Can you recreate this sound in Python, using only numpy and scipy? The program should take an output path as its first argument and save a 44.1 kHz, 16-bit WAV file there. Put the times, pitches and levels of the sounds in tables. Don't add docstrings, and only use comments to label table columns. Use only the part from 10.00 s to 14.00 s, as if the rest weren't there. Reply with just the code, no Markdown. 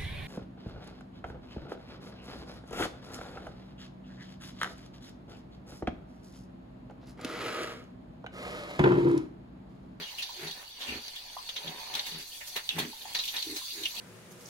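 import sys
import numpy as np
from scipy import signal
from scipy.fft import rfft, irfft, next_fast_len
from scipy.io import wavfile
from scipy.ndimage import uniform_filter1d, map_coordinates

SR = 44100
rng = np.random.default_rng(int(sys.argv[2]) if len(sys.argv) > 2 else 0)


def master_out(mix):
    frames = np.transpose(np.atleast_2d(mix))
    ceiling = np.clip(frames, -1, 1)
    pcm = np.round(ceiling * 32767).astype(np.int16)
    wavfile.write(sys.argv[1], SR, pcm)


N = 176400

# frequency in Hz, level in dB.
BODY_COLOUR = [(100,-21), (400,-13), (850,-4), (1250,-8), (1900,-0.5), (2600,-4), (7000,-24)]


def amp(db):
    return 10 ** (np.asarray(db) / 20)


def unit(x):
    return x / np.sqrt(np.mean(x ** 2) + 1e-20)


def along(points, hz):
    f, v = np.transpose(points)
    return np.interp(np.log(hz + 1), np.log(f + 1), v)


def envelope(rows):
    return amp(np.interp(np.arange(N) / SR, *np.transpose(rows)))


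def wobble(rate):
    return map_coordinates(rng.standard_normal(1000), [np.arange(N) / SR * rate], mode="wrap")


def filtered(x, response):
    size = next_fast_len(N + SR // 2)
    return irfft(rfft(x, size) * response(np.fft.rfftfreq(size, 1 / SR)), size)[..., :N]


def resonance(f, hz, q):
    return 1j * f * hz / q / (hz * hz - f * f + 1j * f * hz / q)


def spread(pair, colour):
    # frequency in Hz, correlation.
    coherence = [(300,1), (550,.55), (1000,0.05)]
    angle = lambda hz: np.arccos(np.clip(along(coherence, hz), -1, 1)) / 2
    mid, side = filtered(pair, lambda hz: amp(along(colour, hz)) * [np.cos(angle(hz)), np.sin(angle(hz))])
    return unit(np.array([mid + side, mid - side]))


def drops(colour, per_s, scatter_db, wash):
    hits = (rng.random(N) < per_s / SR) * amp(scatter_db * np.minimum(rng.standard_normal(N), 2))
    impacts = unit(hits * rng.standard_normal((2, N)))
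    return spread(impacts + wash * rng.standard_normal((2, N)), colour)


def gurgle(x, depth_db):
    spectra = signal.stft(x, nperseg=512)[2]
    field = uniform_filter1d(rng.standard_normal(spectra.shape[1:]), size=4, axis=0)
    field = uniform_filter1d(field, size=7, axis=1)
    return unit(signal.istft(spectra * amp(depth_db * unit(field)), nperseg=512)[1][:, :N])


def ringing(start_s, hz, strength, cycles, length):
    k = np.arange(SR // 32)
    turns = hz[:, None] * k / SR
    shape = strength[:, None] * np.exp(-turns / cycles) * (1 - np.exp(-turns))
    phase = 2 * np.pi * turns * (1 + .008 * turns / cycles)
    at = ((start_s * SR).astype(int)[:, None] + k).ravel()
    lags = 2 * np.pi * rng.random((len(start_s), 2))
    sides = [shape * np.sin(phase + lag[:, None]) for lag in lags.T]
    return unit(np.array([np.bincount(at, tones.ravel(), length)[:length] for tones in sides]))


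def bubbles(per_s, hz, cycles):
    onset, pitch, size = rng.random((int(per_s * N / SR), 3)).T
    return ringing(onset * N / SR, hz * np.exp(.5 * (pitch - .5)), size ** 2, cycles, N)


def jet():
    # time in seconds, level in dB.
    spray_levels = [(0,-47), (.55,-47), (.72,-52.5), (.9,-47), (1.43,-48.5), (1.55,-49), (2.18,-44.5),
                    (2.34,-50.5), (3.08,-49.5), (3.35,-44), (3.7,-44.5), (3.93,-46), (4,-39.5)]
    mist_levels = [(0,-54), (.55,-51), (.73,-59), (.85,-52.5), (1.3,-54), (1.9,-51), (2.1,-50.5),
                   (2.4,-47.5), (2.6,-50.5), (3.05,-50), (3.3,-44), (4,-45.5)]
    patter_levels = [(0,-53), (.35,-57), (.6,-50.5), (.72,-67), (.85,-48), (1.1,-58), (1.3,-55.5),
                     (1.53,-59), (1.6,-48.5), (1.8,-48), (1.95,-44.5), (2.05,-53), (2.2,-62.5), (2.33,-61),
                     (2.65,-60), (3.0,-60.5), (3.08,-48), (3.27,-61.5), (3.6,-57), (3.7,-75), (4,-49.5)]
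    # frequency in Hz, level in dB.
    spray_colour = [(900,-19), (2000,-2), (3000,3), (4600,11), (5300,-3), (6200,6), (7500,-69), (16000,-54)]
    mist_colour = [(3500,-13), (6000,4), (8000,-1), (8900,-2), (10500,1), (12800,-2), (16000,-2.5)]
    patter_colour = [(100,-4), (480,0.5), (850,3), (1250,-5), (1700,3.5), (2500,-0.5), (6000,-26)]
    spray = gurgle(drops(spray_colour, per_s=1200, scatter_db=0, wash=2.6), depth_db=3.5)
    spray = unit(spray + amp(-5) * bubbles(per_s=170, hz=3750, cycles=13.5))
    mist = gurgle(drops(mist_colour, per_s=2800, scatter_db=-4, wash=1.24), depth_db=4.2)
    patter = gurgle(drops(patter_colour, per_s=900, scatter_db=2, wash=.48), depth_db=3.5)
    patter = unit(patter + amp(-3) * bubbles(per_s=500, hz=871, cycles=2.6))
    flow = amp(.63 * wobble(35))
    return flow * (envelope(spray_levels) * spray + amp(-1.5) * envelope(mist_levels) * mist
                   + amp(-2) * envelope(patter_levels) * patter)


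def pig():
    # peak time in seconds, half length in seconds, level in dB, flap rate in Hz,
    # throat resonance in Hz, rasp level in dB.
    grunts = [(.01,0.025,-49.5,85.1,193,-46.5), (0.422,0.031,-47.5,55.2,367,-48),
              (0.468,0.035,-48.5,79.08,157.6,-48.5), (0.935,0.045,-46,56,237.4,-47.5),
              (0.943,0.046,-50.5,61.55,71,-65), (1.681,0.021,-45.5,83.4,163.4,-51),
              (2.169,0.046,-51,84.1,167,-50), (2.802,0.035,-40,84.54,157.6,-45),
              (2.83,0.055,-44,109.8,241.4,-49.5), (3.512,0.036,-44,78,311.7,-55.5),
              (3.804,0.04,-50,81.1,312,-51)]
    jitter, breath_gain, hum_gain, waver_rad = .0903, .35, .7, .6
    voice, rasp = np.zeros((2, N + 2 * SR))
    size = SR // 2
    t, f = (np.arange(size) - size // 2) / SR, np.fft.rfftfreq(size, 1 / SR)
    for peak_s, half_s, db, flap_hz, throat_hz, rasp_db in grunts:
        timing, force = rng.standard_normal((90, 2)).T
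        flap_s = np.cumsum(np.exp(jitter * timing)) / flap_hz
        pulses = np.bincount((flap_s * SR).astype(int), amp(2 * force), size)[:size]
        airflow = unit(np.abs(signal.lfilter([1], [1, -np.exp(-1 / (.028 * SR))], pulses)))
        source = unit(pulses) + breath_gain * airflow * rng.standard_normal(size)
        throat = resonance(f, throat_hz, q=4.7) - resonance(f, hz=421, q=6.6)
        chest = amp(-19.5) * resonance(f, hz=66, q=.36)
        tone = irfft(rfft(source) * (throat + chest) / (1 + 1j * f / 520) ** 2, size)
        hum = np.sin(2 * np.pi * throat_hz * t + waver_rad * wobble(flap_hz)[:size])
        tone = unit(tone) + hum_gain * unit(hum)
        shape = np.exp(-np.abs(t / half_s) ** 3.06 / 2.9)
        start = round(peak_s * SR) + SR - size // 2
        voice[start:][:size] += amp(db) * unit(tone * shape) * np.sqrt(np.mean(shape ** 2))
        rasp[start:][:size] += amp(rasp_db) * shape * airflow
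    voice, rasp = voice[SR:][:N], rasp[SR:][:N]
    return voice + amp(-12.5) * shed(voice) + rasp * spread(rng.standard_normal((2, N)), BODY_COLOUR)


def slaps():
    # peak time in seconds, fall time in seconds, relative smack level in dB,
    # smack pitch in Hz, relative levels of body and mist in dB.
    lumps = [(0.024,0.051,-47,3225,-53.5,-77), (.186,0.023,-39,2943,-57,-50),
             (.224,0.013,-36.5,4140,-49,-48.5), (0.474,0.015,-41.5,3860,-54,-64),
             (0.512,0.007,-40.5,4050,-70,-52), (.815,0.05,-44,3580,-49.5,-54.5),
             (.885,0.054,-43,2747,-48.5,-72), (1.081,0.004,-39.5,4010,-52,-53),
             (1.161,0.017,-44.5,3300,-65,-56), (1.491,0.0094,-37,3440,-46.5,-50),
             (1.565,0.015,-36,3720,-46.5,-67), (1.675,0.014,-40.5,3640,-55,-68),
             (1.94,0.0042,-35,3700,-60,-45), (1.952,0.0036,-30,3760,-40,-39.5),
             (1.968,0.027,-47,3520,-43,-49.5), (1.994,0.004,-30,3640,-55,-57),
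             (2.067,0.031,-46,3960,-48,-46), (2.411,0.015,-45.5,1920,-51.5,-65),
             (2.475,0.027,-48.5,4930,-56.5,-47), (2.564,0.016,-39.5,3800,-35,-42),
             (2.691,0.002,-24,3310,-46,-43), (2.705,0.027,-41,3000,-53,-61),
             (2.789,0.019,-35,3590,-36,-39.5), (3.055,0.0035,-62,3550,-49,-56),
             (3.151,0.015,-31.5,4040,-37.5,-49), (3.191,0.02,-34,3980,-47.5,-60),
             (3.238,0.006,-34.5,3130,-67,-46), (3.255,0.0079,-37.5,4230,-71,-44),
             (3.279,0.014,-34.5,3630,-72,-47), (3.342,0.026,-47,2770,-43,-62),
             (3.366,0.025,-35.5,3790,-48,-63), (3.426,0.005,-33,3920,-72,-46),
             (3.565,0.023,-41.5,4130,-48.5,-43.5), (3.836,0.0093,-37,3580,-70,-46),
             (3.856,0.0086,-29.5,2980,-49,-60)]
    # frequency in Hz, level in dB.
    smack_colour = [(800,-18), (2900,14), (4500,8.5), (5300,9.5), (6200,17), (16000,-109)]
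    rise_share, life_share = .22, .35
    size = 2 ** 14
    lead = size // 4
    t, f = (np.arange(size) - lead) / SR, np.fft.rfftfreq(size, 1 / SR)
    noises = np.array([drops(colour, per_s=3700, scatter_db=-2.7, wash=.84)
                       for colour in (smack_colour, BODY_COLOUR, [(3500,-13), (6000,4), (8000,-1),
                                                                  (8900,-2), (10500,1), (12800,-2),
                                                                  (16000,-2.5)])])
    out = np.zeros((2, N + 2 * SR))
    for peak_s, fall_s, smack_db, hz, body_db, mist_db in lumps:
        smack, body, mist = noises[..., rng.integers(N - size):][..., :size]
        smack = irfft(rfft(smack) * resonance(f, hz, q=4), size)
        shape = np.exp(-np.maximum(-t / rise_share, t) / fall_s)
        delay = np.append(0, 2 * rng.random(size=9))
        pitch = hz * np.exp(.36 * np.append(0, rng.random(size=9) - .5))
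        ring = ringing(lead / SR + delay * fall_s, pitch, np.exp(-delay), hz * fall_s * life_share, size)
        smack = np.sqrt(.5) * (unit(smack * shape) + ring)
        burst = amp(smack_db) * smack + amp(body_db) * unit(body * shape)
        burst += amp(mist_db) * unit(mist * shape)
        out[:, SR + round(peak_s * SR) - lead:][:, :size] += burst * np.sqrt(np.mean(shape ** 2))
    return amp(4.5) * out[:, SR:][:, :N]


def plops():
    # start in seconds, relative level in dB, pitch in Hz.
    pockets = [(.292,-40.5,927), (1.366,-33.5,972), (2.781,-32.5,890), (2.93,-43,900), (3.052,-40,842),
               (3.615,-46,1050)]
    t60_s, rise_s, click_s, waver_rad = .03, .004, .002, .75
    out, t = np.zeros(N + SR), np.arange(SR // 8) / SR
    for start_s, db, hz in pockets:
        phase = 2 * np.pi * hz * t + waver_rad * wobble(335)[:len(t)]
        ring = amp(-60 * t / t60_s) * (1 - np.exp(-t / rise_s)) * np.sin(phase)
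        click = .035 * np.exp(-t / click_s) * unit(np.diff(wobble(4950)))[:len(t)]
        out[round(start_s * SR):][:len(t)] += amp(db + 11.5) * (ring + click)
    return out[:N] + amp(-2) * shed(out[:N])


def shed(x):
    # frequency in Hz, time to decay by 60 dB in seconds.
    decay_times = [(150, 0.03), (1000, 0.16), (4000, 0.12), (12000, 0.076)]
    hz, t, spectra = signal.stft(rng.standard_normal((2, SR // 3)), SR, nperseg=256)
    tail = signal.istft(spectra * amp(-60 * t / along(decay_times, hz)[:, None]), SR, nperseg=256)[1]
    return signal.fftconvolve(np.atleast_2d(x), tail / np.linalg.norm(tail[0]), axes=1)[:, :N]


def scene():
    # frequency in Hz, level in dB.
    air_colour = [(30,8), (200,-4), (2000,-15.5)]
    water = jet() + slaps()
    air = amp(-62.5) * spread(rng.standard_normal((2, N)), air_colour)
    return water + amp(-4) * shed(water) + plops() + pig() + air


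def record(dry):
    # frequency in Hz, left minus right level in dB.
    balance = [(100,-1.5), (250,-1.5), (500,0), (1000,0.5), (2200,-0.5), (4000,0.5), (12000,-5)]
    top_hz = 15900
    return filtered(dry, lambda hz: amp(along(balance, hz) * np.array([[.5], [-.5]])) * (hz < top_hz))


dry = scene()
out = record(dry)
master_out(out)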